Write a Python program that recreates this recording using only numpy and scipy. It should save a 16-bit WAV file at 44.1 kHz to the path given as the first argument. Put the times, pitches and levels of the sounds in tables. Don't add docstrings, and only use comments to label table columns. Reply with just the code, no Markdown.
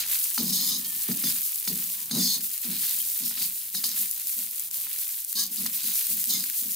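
import sys
import numpy as np
from scipy import signal
from scipy.fft import rfft, irfft, next_fast_len
from scipy.io import wavfile
from scipy.ndimage import uniform_filter1d, map_coordinates

SR = 44100
rng = np.random.default_rng(int(sys.argv[2]) if len(sys.argv) > 2 else 0)


def invert_db(level):
    return 10 ** (np.asarray(level, dtype=float) / 20)


def file_out(sig):
    cols = np.atleast_2d(sig).T
    lim = np.clip(cols, -1, 1)
    pcm = np.round(lim * 32767).astype(np.int16)
    wavfile.write(sys.argv[1], SR, pcm)


N = 297675


def unit(x):
    return x / np.sqrt(np.mean(x ** 2) + 1e-20)


def along(points, hz):
    f, v = np.transpose(points)
    return np.interp(np.log(hz + 1), np.log(f + 1), v)


def curves(rows):
    time_s, *columns = np.transpose(rows)
    return [np.interp(np.arange(N) / SR, time_s, column) for column in columns]


def wobble(rate):
    knots = rng.standard_normal(int(N * rate / SR) + 4)
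    return map_coordinates(knots, [np.arange(N) * rate / SR])


def filtered(x, response):
    m = next_fast_len(N + SR // 2)
    return irfft(rfft(x, m) * response(np.fft.rfftfreq(m, 1 / SR)), m)[..., :N]


def above(f, hz):
    return -f * f / (hz * hz - f * f + 1.2j * f * hz)


def resonance(f, center, width, db):
    return invert_db(db) * 1j * f * width / (center * center - f * f + 1j * f * width)


def modes(table):
    return lambda f: sum((-1) ** k * resonance(f, *row) for k, row in enumerate(table))


# pitch_hz, likeness (correlation, 0 to 1)
LIKENESS = [(60, 0.97), (200, 0.97), (350, 0.62), (700, 0.75), (2000, 0.84), (4000, 0.53), (8000, 0.51),
            (14000, 0.15)]


def spread(pair):
    turn = lambda hz: np.arccos(np.clip(along(LIKENESS, hz), 0, 1)) / 2
    mid, side = filtered(pair, lambda hz: np.array([np.cos(turn(hz)), np.sin(turn(hz))]))
    return np.array([mid + side, mid - side])


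def scattered(x, smear_s):
    t = np.arange(SR // 50) / SR
    echo = rng.standard_normal(len(t)) * np.exp(-t / smear_s)
    echo -= uniform_filter1d(echo, size=60)
    copy = signal.fftconvolve(x, echo / np.linalg.norm(echo))[:N]
    return spread(np.array([x, copy]))


def bursts(spike_db, burst_s, share):
    size = invert_db(spike_db * np.minimum(rng.exponential(size=N), 3.5))
    size *= rng.random(N) < share
    t = np.arange(SR // 100) / SR
    power = signal.fftconvolve(size ** 2, np.exp(-2 * t / burst_s))[:N]
    return unit(np.sqrt(np.abs(power)) * rng.standard_normal((2, N)))


BURST_S = .0005

# pitch_hz, density_db (per Hz)
SIZZLE_COLOR = [(1470, -70), (2500, -25), (2890, -24), (4390, -11.5), (5660, -10.5), (6360, -8.5),
                (6870, -7.5), (14000, 2), (15800, 1.5)]


def sizzle(high, low):
    hiss = rng.standard_normal((2, N)) * invert_db(2.2 * wobble(30))
    high_share = lambda hz: 1 / (1 + (9500 / (hz + 1)) ** 4)
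    crackle = filtered(high, lambda hz: np.sqrt(high_share(hz)))
    crackle += filtered(low, lambda hz: np.sqrt(1 - high_share(hz)))
    return unit(filtered(crackle + 1.14 * hiss, lambda hz: invert_db(along(SIZZLE_COLOR, hz)) * (hz > 2000)))


# pitch_hz, density_db (per Hz)
BUBBLING_COLOR = [(500, -16), (800, -12.5), (1500, -3.5), (2500, 3.5), (4000, 6), (6000, -2.5), (9000, -34)]


def bubbling(crackle):
    wet = bursts(spike_db=2.5, burst_s=0.0056, share=0.0054)
    wet += 0.15 * crackle + 0.59 * rng.standard_normal((2, N))
    return unit(filtered(wet, lambda hz: invert_db(along(BUBBLING_COLOR, hz))))


# start_s, peak_db, body_db (lower body, above the peak level)
LOUD_DROPS = [(1.558, -4, -24), (2.5046, -16, -30), (2.578, -10.5, -24), (2.9096, -6.5, -16),
              (3.49, -12, -30), (3.891, -10, -14), (4.112, -7, -33), (4.128, -22, -30), (4.145, -19, -30),
              (4.2173, -12, -42), (4.2711, -10, -26), (4.3255, -22, -26), (4.4637, -13, -22),
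              (4.5587, -13, -29), (4.596, -7.5, -29), (4.6797, -21, -28), (4.712, -10.5, -18),
              (4.743, -13, -11.5), (4.962, -13, -14), (5.0903, -14, -11), (5.247, -8, -36),
              (5.3283, -1.5, -22), (5.465, -7.5, -33), (5.56, -10, -22), (6.0683, -5, -23),
              (6.2409, -5, -12), (6.4397, -5, -15), (6.4992, -8, -12)]


def pops():
    snap, body = snaps = np.zeros((2, N))
    t = np.arange(SR // 100) / SR
    for start_s, peak_db, body_db in LOUD_DROPS:
        burst = rng.standard_normal(len(t)) * t * np.exp(-t / BURST_S)
        levels = invert_db([[peak_db], [peak_db + body_db]])
        snaps[:, round(start_s * SR):][:, :len(t)] += levels * burst / np.abs(burst).max()
    bright = filtered(snap, lambda f: above(f, hz=7700) ** 2)
    return bright + filtered(body, lambda f: above(f, hz=1800) * (1 - above(f, hz=7000)))


# time_s, sizzle_db, bubbling_db (above the sizzle)
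FRYING_LEVELS = [(0, -27, -1.5), (.05, -28.5, -14), (.13, -21, -17.5), (.22, -22, -21.5), (.43, -26.5, -20),
                 (.8, -27.5, -21.5), (1.22, -24.5, -18.5), (1.3, -21.5, -18), (1.4, -24.5, -23),
                 (1.65, -27.5, -22), (1.7, -24.5, -20), (2.05, -27.5, -20), (2.4, -27, -22.5),
                 (2.74, -25.5, -18), (2.86, -22, -17.5), (3.1, -24.5, -24), (3.38, -27, -16.5),
                 (3.44, -22.5, -18), (3.52, -27.5, -23.5), (3.68, -29, -21), (3.78, -26, -22.5),
                 (3.95, -26.5, -17.5), (4.02, -21.5, -21.5), (4.14, -29.5, -22), (4.22, -22.5, -22.5),
                 (4.53, -29, -22), (4.64, -28, -21), (4.79, -28, -20), (4.94, -26.5, -18.5),
                 (5.24, -28.5, -23), (5.56, -27.5, -21), (5.72, -26.5, -17), (5.96, -22.5, -20),
                 (6.3, -24.5, -22.5), (6.5, -27, -20), (6.75, -24.5, -25.5)]
# middle_s, depth_db
DIPS = [(.32, 3), (1.14, 1.5), (2.08, 2), (2.6, 3), (3.72, 4), (4.249, 7), (4.7, 7), (5.265, 7),
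        (5.49, 5.5), (5.7, 2.5), (6.26, 0.5)]
DIP_S = 0.027
SCRAPE_HISS_DB = 2
BUBBLING_FALL_DB = 16.5


def frying(drag):
    dips_db = sum(db * np.exp(-((np.arange(N) / SR - s) / DIP_S) ** 2) for s, db in DIPS)
    sizzle_db, bubbling_db = curves(FRYING_LEVELS)
    sizzle_db = sizzle_db - dips_db
    bright_size = np.hypot(invert_db(sizzle_db), invert_db(SCRAPE_HISS_DB) * drag)
    bubbling_size = invert_db(sizzle_db + bubbling_db) / (1 + invert_db(BUBBLING_FALL_DB) * drag)
    high, low = (bursts(spike_db=3.5, burst_s=BURST_S, share=.01) for _ in range(2))
    steady = bright_size * sizzle(high, low) + bubbling_size * bubbling(low)
    return spread(steady) + scattered(pops(), smear_s=0.00034)


def gesture(s, stages_s, stages_db, fade_db_per_s):
    u = np.arange(N) / SR - s
    fade_db = fade_db_per_s * np.maximum(u - stages_s[-1], 0)
    return invert_db(np.interp(u, stages_s, stages_db) - fade_db) * (u >= 0)


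# start_s, length_s, first_db, middle_db, end_db (scrape levels)
RIM_STROKES = [(0, 0.017, -27.5, -34, -33), (0.378, 0.12, -31.5, -39, -31),
               (0.521, 0.24, -30.5, -28.5, -30.5), (1.232, 0.062, -31.5, -34, -34),
               (1.676, .03, -32, -37, -41), (2.105, .25, -37.5, -27.5, -28.5),
               (2.706, .22, -42.5, -39.5, -42), (3.202, .1, -44, -35.5, -43), (3.36, 0.074, -46, -38, -34),
               (3.743, 0.03, -31, -34.5, -32.5), (3.841, 0.083, -26.5, -38, -37.5),
               (5.35, 0.092, -34.5, -26, -31.5), (5.569, 0.035, -36, -42, -45),
               (5.757, 0.19, -52, -36.5, -45), (6.013, 0.16, -49, -51, -46),
               (6.291, 0.14, -28.5, -30.5, -40)]
BITE_S, BITE_DB = 0.0041, 9.5
LIFT_DB_PER_S = 382


def dragging():
    size = np.zeros(N)
    for start_s, length_s, first_db, *rest_db in RIM_STROKES:
        stages_s = [0, min(BITE_S, length_s / 4), length_s / 2, length_s]
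        size += gesture(start_s, stages_s, [first_db - BITE_DB, first_db, *rest_db], LIFT_DB_PER_S)
    return size


def rubbed(level, table, chatter_db, shift_db):
    grit = rng.standard_normal(N) * invert_db(chatter_db * wobble(300))
    grit *= level / np.std(filtered(grit, modes(table)))
    out = np.zeros(N)
    for k, row in enumerate(table):
        out += (-1) ** k * filtered(grit * invert_db(shift_db * wobble(12)), modes([row]))
    return out


# start_s, rise_s, boom_db, hold_s
LANDINGS = [(.377, 0.013, -31.5, 0.035), (0.478, .03, -46, 0.27), (.84, .02, -59.5, 0.11),
            (1.087, .003, -29.5, 0), (1.225, 0.013, -40.5, 0.021), (1.673, 0.042, -35, 0),
            (2.108, 0.06, -29, 0.02), (2.34, 0.013, -46.5, 0.0014), (2.641, 0.0023, -41, 0.07),
            (2.926, 0.028, -63, 0.022), (3.199, 0.0044, -48, 0.059), (3.36, 0.055, -49.5, 0),
            (3.737, 0.0033, -45.5, 0), (3.828, 0.0089, -55, 0.18), (4.36, .005, -53.5, 0.039),
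            (5.344, 0.0058, -49.5, 0.074), (5.49, 0.023, -50, 0.0099), (5.575, 0.04, -39.5, 0),
            (5.825, 0.021, -47.5, 0.011), (6.085, .005, -49.5, 0.065), (6.267, 0.036, -46.5, 0.1),
            (6.609, 0.016, -49, 0.059)]
LAND_DB, SETTLE_DB_PER_S = 10, 174


def landing():
    return sum(gesture(s, [0, rise_s, rise_s + hold_s], [db - LAND_DB, db, db], SETTLE_DB_PER_S)
               for s, rise_s, db, hold_s in LANDINGS)


# start_s, clack_db, push_db (on the bowl, above the
# clack), ring_db (blow to the steel, above the clack)
LADLE_KNOCKS = [(.06, -33, 24, 8), (0.378, -18.5, 32.5, 8.5), (0.847, -41.5, 24.5, 23),
                (1.089, -38, 57.5, 0), (1.114, -25.5, 24, 10.5), (1.238, -27, 46, 13),
                (1.675, -21.5, 33, 10), (2.111, -27.5, 40.5, 18.5), (2.155, -34, 36, 8),
                (2.644, -37, 29, 17.5), (3.311, -35, 31, 0), (3.748, -29.5, 31, 15.5),
                (3.839, -31.5, 19.5, 23.5), (4.868, -32, 21, -1.5), (5.661, -26, 32, 12)]


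def knocking():
    clacks, blows, pushes = np.zeros((3, N))
    t = np.arange(SR // 20) / SR
    for start_s, clack_db, push_db, ring_db in LADLE_KNOCKS:
        i = round(start_s * SR)
        noise = rng.standard_normal(len(t))
        clacks[i:i + len(t)] += invert_db(clack_db) * uniform_filter1d(noise, size=4) * np.exp(-t / 0.0025)
        blows[i:i + len(t)] += invert_db(clack_db + ring_db) * noise * np.exp(-t / 0.0063)
        pushes[i] += invert_db(clack_db + push_db)
    return clacks, blows, pushes


# start_s, pitch_hz, level_db, rise_s, decay_s
SINGING_MODES = [(.45, 1253, -66, 0.13, 1), (.61, 974, -61, .01, .04), (.8, 1800, -54.5, 0.036, .2),
                 (.847, 3200, -46, 0.0013, 0.053), (1.25, 3515, -36.5, 0.014, 0.021),
                 (2.19, 3515, -30, 0.012, 0.026), (3.002, 3160, -30, .003, 0.0049),
                 (3.839, 914, -40.5, 0.0017, 0.0033), (5.371, 1644, -44, 0.033, 0.018),
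                 (5.365, 1120, -54, .02, 0.035), (6.34, 2130, -46, 0.008, 0.022)]
RING_FLUTTER_DB, RING_WAVER_RAD = 3, .6


def rings():
    out, t = np.zeros(N), np.arange(N) / SR
    for start_s, hz, db, rise_s, decay_s in SINGING_MODES:
        u = np.maximum(t - start_s, 0)
        swell = (1 - np.exp(-u / rise_s)) * np.exp(-u / decay_s)
        tone = np.sin(2 * np.pi * hz * u + RING_WAVER_RAD * wobble(60))
        out += invert_db(db + RING_FLUTTER_DB * wobble(40)) * swell / swell.max() * tone
    return out


# pitch_hz, width_hz, level_db
STEEL_MODES = [(3090, 110, -7.5), (3515, 59, -4.5), (3910, 220, -2.5), (4382, 66, 1), (4565, 53, -0.5),
               (4850, 91, -1), (5150, 40, 0.5), (5500, 210, -2.5), (5500, 550, -7.5), (6410, 310, -4.5),
               (6766, 58, -3.5), (7140, 140, -8.5), (8940, 860, -10.5), (11100, 610, -12)]
# pitch_hz, width_hz, level_db
LADLE_MODES = [(710, 9.4, -31), (834, 14, 5), (1076, 62, 5), (1253, 18, 6), (1830, 24, 6.5),
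               (1800, 42, -25), (2130, 400, 2.5)]
# pitch_hz, width_hz, level_db
BOWL_MODES = [(80, 10, -21.5), (152.4, 9.5, -4.5), (184.2, 10.9, 3.5), (242, 32.5, 1.5), (280.2, 31, -4),
              (285.3, 17.4, -1.5), (460, 48, -14), (492, 156, -23)]


def ladle(drag):
    clacks, blows, pushes = knocking()
    steel = rubbed(drag, STEEL_MODES, chatter_db=1.5, shift_db=2.5) + filtered(blows, modes(STEEL_MODES))
    steel = filtered(steel, lambda f: above(f, hz=3110) ** 3)
    cup = rubbed(drag * invert_db(-24), LADLE_MODES, chatter_db=2, shift_db=2.5)
    cup += invert_db(-3) * filtered(clacks, modes(LADLE_MODES))
    bowl = rubbed(landing(), BOWL_MODES, chatter_db=0.0, shift_db=-0.5)
    bowl += filtered(pushes, modes(BOWL_MODES))
    contact = filtered(clacks, lambda f: above(f, hz=840) ** 2)
    return steel + cup + bowl + rings() + contact


# time_s, level_db
RUMBLE_LEVELS = [(0.0, -59), (1.2, -66), (2.08, -62.5), (2.91, -67), (6.75, -67.5)]
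# pitch_hz, density_db (per Hz)
RUMBLE_COLOR = [(12, -39), (20, -3), (149, -1.5), (189, 3), (236, -4), (335, -9.5), (755, -19), (900, -4.5),
                (1170, -6.5), (1980, -120)]


def outdoors():
    noise = rng.standard_normal((2, N)) * invert_db(2.6 * wobble(3.2))
    rumble = spread(filtered(noise, lambda hz: invert_db(along(RUMBLE_COLOR, hz))))
    return invert_db(curves(RUMBLE_LEVELS)[0]) * unit(rumble)


def scene():
    drag = dragging()
    wok = frying(drag) + scattered(ladle(drag), smear_s=.008)
    return wok * invert_db([[.3], [-.3]]) + outdoors()


def top_cut(x):
    return signal.sosfilt(signal.butter(12, 17080, fs=SR, output="sos"), x)


def record(dry):
    mix = filtered(dry, lambda hz: 1 / (1 + (hz / 15670) ** 150))
    return top_cut(mix)


dry = scene()
out = record(dry)
file_out(out)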